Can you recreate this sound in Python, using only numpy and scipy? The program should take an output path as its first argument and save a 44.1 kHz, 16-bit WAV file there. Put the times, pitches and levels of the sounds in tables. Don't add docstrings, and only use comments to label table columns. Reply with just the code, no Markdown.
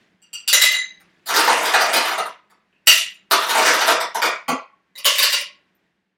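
import sys
import numpy as np
from scipy import signal
from scipy.fft import rfft, irfft
from scipy.io import wavfile
from scipy.ndimage import uniform_filter1d

SR = 44100
rng = np.random.default_rng(int(sys.argv[2]) if len(sys.argv) > 2 else 0)


def volts_from_db(level):
    exponent = np.asarray(level, float) / 20
    return 10 ** exponent


def store_wav(level_fs):
    pcm = np.round(np.clip(np.atleast_2d(level_fs), -1, 1) * 32767)
    wavfile.write(sys.argv[1], SR, pcm.T.astype(np.int16))


N = 272097

# [f/Hz, threshold per analysis bin/dB, deepest cut/dB]
SUPPRESSOR_BANDS = [(149, -42, 13.5), (1080, -37, 12), (4020, -42, 20.5), (10000, -57.5, 19.5),
                    (16000, -58.5, 20)]


def at_hz(points, hz, column=1):
    points = np.array(points)
    return np.interp(np.log(np.maximum(hz, 1)), np.log(points[:, 0]), points[:, column])


def in_time(tables):
    t, level = np.arange(N) / SR, np.full(N, -200.0)
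    for s, db in map(np.transpose, tables):
        inside = (t >= s[0]) & (t <= s[-1])
        level[inside] = np.interp(t[inside], s, db)
    return level


def without_bass(x, hz):
    return signal.sosfilt(signal.butter(3, hz, "high", fs=SR, output="sos"), x)


def resonance(x, hz, width_hz):
    r = np.exp(-np.pi * width_hz / SR)
    feedback = [1, -2 * r * np.cos(2 * np.pi * hz / SR), r * r]
    return signal.lfilter([(1 - r * r) / 2, 0, (r * r - 1) / 2], feedback, x + 1e-18)


def ring(clicks, hz, t60):
    r, w = volts_from_db(-60 / (t60 * SR)), 2 * np.pi * hz / SR
    return signal.lfilter([0, np.sin(w)], [1, -2 * r * np.cos(w), r * r], clicks + 1e-18)


def fading(clicks, t60):
    return signal.lfilter([1], [1, -volts_from_db(-60 / (t60 * SR))], clicks)


def grains(per_s, spread_db):
    sizes = volts_from_db(spread_db * np.minimum(rng.exponential(1, N), 3.0)) * rng.choice([-1, 1], N)
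    x = sizes * (rng.random(N) < per_s / SR)
    return x / np.sqrt(np.mean(x ** 2) + 1e-20)


def spikes(seconds, db):
    x = np.zeros(N)
    x[np.round(np.asarray(seconds) * SR).astype(int)] = volts_from_db(db)
    return x


def clatter(colour, flow_db, flow_bright_db, knocks, knock_db, per_s, sharp):
    knock_t60_s = 0.04
    knock_spread_db, stir_spread_db = 1.5, 2.5
    stir_colour_s = 0.06
    bank_hz = np.geomspace(160, 16000, 28)
    s, level_db, bright_db = knocks

    contact, dealt = grains(per_s, spread_db=7.5), rng.integers(0, 7, N)
    burst = rng.standard_normal(N)
    own_db = knock_spread_db * rng.standard_normal((len(s), len(bank_hz)))
    patch_count = int(N / SR / stir_colour_s) + 2
    patch_db = stir_spread_db * rng.standard_normal((patch_count, len(bank_hz)))
    patch_position = np.arange(N) / (SR * stir_colour_s)

    gains, out = volts_from_db(at_hz(colour, bank_hz)), np.zeros(N)
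    for k, hz in enumerate(bank_hz):
        treble = np.clip(np.log2(hz / 1400) / 4.7, 0, 1)
        clicks = spikes(s, level_db + knock_db + treble * bright_db + own_db[:, k])
        struck = fading(clicks, knock_t60_s) * burst
        drift_db = np.interp(patch_position, np.arange(patch_count), patch_db[:, k])
        rub_level = volts_from_db(flow_db + treble * flow_bright_db + drift_db)
        rubbed = contact * np.sqrt(7) * (dealt == k % 7) * rub_level
        out += gains[k] * (-1) ** k * resonance(struck + rubbed, hz, hz / sharp)
    return out / np.sqrt(np.sum(gains ** 2 * np.pi * bank_hz / sharp / SR))


def fridge_hum():
    # [t/s, level/dB]
    hum_level = [(0, -61), (0.199, -68.5), (1.15, -63), (2.65, -69), (3.25, -67), (4.85, -70.5),
                 (5.6, -67.5), (5.85, -69.5), (6.17, -79)]
    # [f/Hz, relative level/dB]
    air_colour = [(24, -58.5), (40, -20), (194, -14), (337, -7), (479, -14), (1370, -18.5), (1520, -13.5),
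                  (1850, -12.5), (16000, -49.5)]
    white, hz = rng.standard_normal(N), np.fft.rfftfreq(N, 1 / SR)
    air = irfft(rfft(white) * volts_from_db(at_hz(air_colour, hz)), N)
    tone = resonance(white, 188, width_hz=20)
    hum = air / air.std() + volts_from_db(-6) * tone / tone.std()
    raised = irfft(rfft(hum) * volts_from_db(at_hz(SUPPRESSOR_BANDS, hz, column=2)), N)
    s, db = np.transpose(hum_level)
    return volts_from_db(np.interp(np.arange(N) / SR, s, db)) * raised


def settling(column, fade_db_per_s):
    # [start t/s, hold/s, crack level/dB, relative ring level/dB]
    settles = [(0.54, 0.1, -23.5, -62), (2.884, 0.07, -17.5, -66), (5.036, 0.31, -25, -71)]
    fade_s = 0.2
    spans = []
    for row in settles:
        start, held, level = row[0], row[0] + row[1], row[column]
        spans.append([(start, level), (held, level), (held + fade_s, level - fade_db_per_s * fade_s)])
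    return in_time(spans)


def tin():
    # [t/s, then relative levels of crack/dB, wall ring/dB, base ring/dB, air column/dB]
    tin_clicks = [(0.219, -51, -48, -81, -79), (0.3314, -27.5, -33, -68, -84),
                  (0.3909, -56, -46, -73.5, -55.5), (0.4774, -8.5, -23.5, -71.5, -65.5),
                  (0.529, -3, -26.5, -15.5, -16.5), (0.6147, -3, -45, -14.5, -35),
                  (0.7139, -18, -33, -32.5, -81), (0.743, -38.5, -51.5, -22, -47),
                  (2.862, -27, -46.5, -61.5, -58.5), (2.872, 1.5, -14, -30, -23),
                  (2.9117, -21, -47, -28, -40.5), (4.9544, -31.5, -71.5, -35.5, -38),
                  (4.976, -22.5, -41, -44.5, -30.5), (5.054, -1.5, -46, -23.5, -12.5),
                  (5.1825, -5, -34.5, -28.5, -17.5), (5.2244, -2.5, -45.5, -36.5, -17.5),
                  (5.3223, -13.5, -23, -27, -21.5), (5.405, -24, -40.5, -46, -32.5)]
    # [f/Hz, relative level/dB]
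    crack_colour = [(300, -58), (800, -34), (1400, -13), (2300, -5), (3500, -4.5), (5000, -7), (7500, -17),
                    (12000, -12.5), (16000, -18)]
    # [f/Hz, relative level/dB, 60 dB fall time/s, part]
    modes = [(2843, 0, 0.088, "wall"), (3150, -14, 0.11, "wall"), (4100, -20.5, 0.39, "wall"),
             (4590, -8, 0.24, "wall"), (5850, -9.5, 0.18, "wall"), (7530, -9, 0.066, "wall"),
             (7930, -2.5, 0.014, "wall"), (11800, -18.5, 0.081, "wall"), (4850, -18.5, 0.98, "wall"),
             (2032.7, -5, 0.19, "base"), (3330, -15, 0.078, "base"), (3900, -2.5, 0.19, "base"),
             (6280, -10, 0.35, "base"), (7100, -5, 0.16, "base"), (9120, -11, 0.2, "base"),
             (11300, -21, 0.093, "base"), (12400, -17, 0.16, "base"), (12100, -16, .15, "base"),
             (12600, -14.5, .15, "base"), (13900, -25, .15, "base"), (607, -11, 0.32, "air"),
             (1142, -12, 0.2, "air"), (1420, -19.5, 0.2, "wall")]
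    # [from t/s, share of fall time/ratio,
    # treble loss/dB per octave, air column pitch/ratio, air overtone level/dB]
    ring_changes = [(0, 0.44, -3, 0.98, -25.5), (.6, 1, 9.5, 1.05, -22), (2.5, 0.29, -3, 1.08, -9.5),
                    (2.9, 0.35, -5.5, 1.08, -13.5), (4.5, 0.28, 11, .96, 0.5)]
    mode_split = 0.0072

    s, click_db, *part_db = np.transpose(tin_clicks)
    crack_db = settling(column=2, fade_db_per_s=259)
    ring_db = settling(column=3, fade_db_per_s=84.5)
    out = clatter(crack_colour, crack_db, 0, (s, click_db, 0), knock_db=5.0, per_s=430, sharp=5.06)

    rattle = grains(120, spread_db=5.0) * volts_from_db(ring_db)
    excited = {}
    for part, db, rattle_db in zip(["wall", "base", "air"], part_db, [-8, -2, -6]):
        excited[part] = spikes(s, db + 4.5) + rattle * volts_from_db(rattle_db)

    starts = [round(row[0] * SR) for row in ring_changes] + [N]
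    for (_, share, loss_db, ratio, overtone_db), start, end in zip(ring_changes, starts, starts[1:]):
        span = slice(start, min(start + 2 * SR, N))
        own = np.arange(N)[span] < end
        for hz, level_db, t60, part in modes:
            gain = volts_from_db(level_db - loss_db * max(np.log2(hz / 4200), 0))
            if part == "air" and hz > 900:
                gain *= volts_from_db(overtone_db)
            pitch = hz * (ratio if part == "air" else 1)
            for step in (-1, 0, 1):
                split = 1 + mode_split * (step + rng.uniform(-0.3, 0.18)) * (part != "air")
                out[span] += gain * ring(excited[part][span] * own, pitch * split, t60 * share)
    return out


def bin_digging():
    # [t/s, level of the stirred ice/dB]
    digs = [
        [(1.25, -51), (1.27, -36.5), (1.33, -17), (1.47, -20.5), (1.64, -26), (1.9, -28), (2.0, -22.5),
         (2.19, -36.5), (2.28, -35.5)],
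        [(3.31, -4.5), (3.34, -26.5), (3.454, -26.5), (3.586, -16), (3.694, -16), (3.77, -24.5), (3.894, -18),
         (3.98, -49.5)],
    ]
    # [t/s, relative peak/dB, brightness/dB]
    bin_knocks = [(1, -22, 7), (1.259, -14, 18), (1.27, -10, 15), (1.285, -5, 14.5), (1.3, 0, 0.5),
                  (1.359, -2, 6.5), (1.422, -8, -8), (1.475, 9, -10), (1.653, 2.5, 4.5), (1.674, -4.5, 2),
                  (1.738, 10.5, -6), (1.808, 3, 7.5), (1.932, 6, 9), (1.959, 4.5, 7.5), (2.037, -6.5, -3),
                  (2.104, -0.5, -6), (2.178, 0.5, -3), (2.499, -19.5, -1), (3.302, -20, 16),
                  (3.314, 3, 7.5), (3.501, 0, 6.5), (3.579, 1, -2.5), (3.678, 1.5, -3), (3.806, 5, -0.5),
                  (3.879, 10, -11.5), (4.003, 1.5, -1), (4.146, 2, 2), (4.218, 7, -2.5), (4.249, -0.5, 4)]
    # [f/Hz, relative level/dB]
    bin_colour = [(160, -27), (300, -9), (450, -1.5), (700, 4), (1060, 4), (2000, -0.5), (2940, -6.5),
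                  (4570, -5.5), (7840, -17.5), (15100, -20.5), (16000, -37.5)]
    # [t/s, relative peak/dB, brightness/dB]
    bumps = [(4.481, 10, -4), (4.49, -10.5, 3), (4.524, -18, -1.5), (4.544, -30, 5)]
    # [f/Hz, relative level/dB]
    bump_colour = [(100, -24.5), (210, -4.5), (400, 1), (800, 3.5), (1500, -5.5), (2200, -11),
                   (2900, -28.5), (4200, -14.5), (16000, -31)]

    push_db, knocks = in_time(digs), np.transpose(bin_knocks)
    tumbling = fading(spikes(knocks[0], knocks[1] - 34), t60=0.35)
    power = volts_from_db(push_db) ** 2 + tumbling ** 2 + 1e-20
    pushed_share = volts_from_db(push_db) ** 2 / power
    bright_db = pushed_share * (7.5 - 0.02 * (push_db + 22.5))
    stirred = clatter(bin_colour, 10 * np.log10(power), bright_db, knocks,
                      knock_db=-5.5, per_s=500, sharp=5.0)
    bumped = clatter(bump_colour, -np.inf, 0, np.transpose(bumps), knock_db=-5.5, per_s=1, sharp=4.03)
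    return stirred + bumped


def faint_ticks():
    # [t/s, relative peak/dB, f/Hz]
    ticks = [(2.728, -43.5, 2643), (5.75, -54.5, 14100)]
    return sum(ring(spikes([s], db + 11.5), hz, t60=0.014) for s, db, hz in ticks)


def kitchen(x):
    # [f/Hz, 60 dB fall time/s]
    echo_t60 = [(150, 0.05), (600, 0.4), (2000, 0.52), (5000, 0.38), (10000, 0.21), (16000, 0.062)]
    direct_db, first_echo_s, build_up_s = -9.5, 0.0013, 0.0039
    t = np.arange(int(0.9 * SR)) / SR
    edges, white, tail = np.geomspace(60, 18000, 41), rng.standard_normal((2, len(t))), 0
    for k, (low, high) in enumerate(zip(edges, edges[1:])):
        band_filter = signal.butter(2, [low, high], "band", fs=SR, output="sos")
        band = signal.sosfilt(band_filter, white[k % 2])
        band = band * volts_from_db(-60 * t / at_hz(echo_t60, np.sqrt(low * high)))
        tail = tail + band * np.sqrt((high - low) / np.sum(band ** 2))
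    tail = tail * np.clip((t - first_echo_s) / build_up_s, 0, 1)
    tail /= np.sqrt(np.sum(tail ** 2))
    tail[0] = volts_from_db(direct_db)
    return signal.fftconvolve(x, tail)[:N]


def scene():
    ice = without_bass(tin(), 609) + without_bass(bin_digging(), 130)
    heard = fridge_hum() + kitchen(ice + faint_ticks())
    return np.array([heard, heard])


def suppress(x):
    slope, release_s, hop = 0.63, 0.0067, 128
    hz, _, z = signal.stft(x, SR, nperseg=512, noverlap=512 - hop)
    power = uniform_filter1d(np.abs(z) ** 2, size=9, axis=0)
    keep = np.exp(-hop / (release_s * SR))
    for i in range(1, power.shape[1]):
        closing = keep * power[:, i - 1] + (1 - keep) * power[:, i]
        power[:, i] = np.maximum(power[:, i], closing)
    under_db = at_hz(SUPPRESSOR_BANDS, hz)[:, None] - 10 * np.log10(power + 1e-20)
    deepest_db = at_hz(SUPPRESSOR_BANDS, hz, column=2)[:, None]
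    gain = volts_from_db(-np.clip(slope * under_db, 0, deepest_db))
    return signal.istft(z * gain, SR, nperseg=512, noverlap=512 - hop)[1][:N]


def roll_off(x):
    return signal.sosfilt(signal.butter(12, 16510, fs=SR, output="sos"), x)


def record(dry):
    mono = np.clip(suppress(dry[0]), -1, 1)
    return roll_off(np.array([mono, mono]))


dry = scene()
out = record(dry)
store_wav(out)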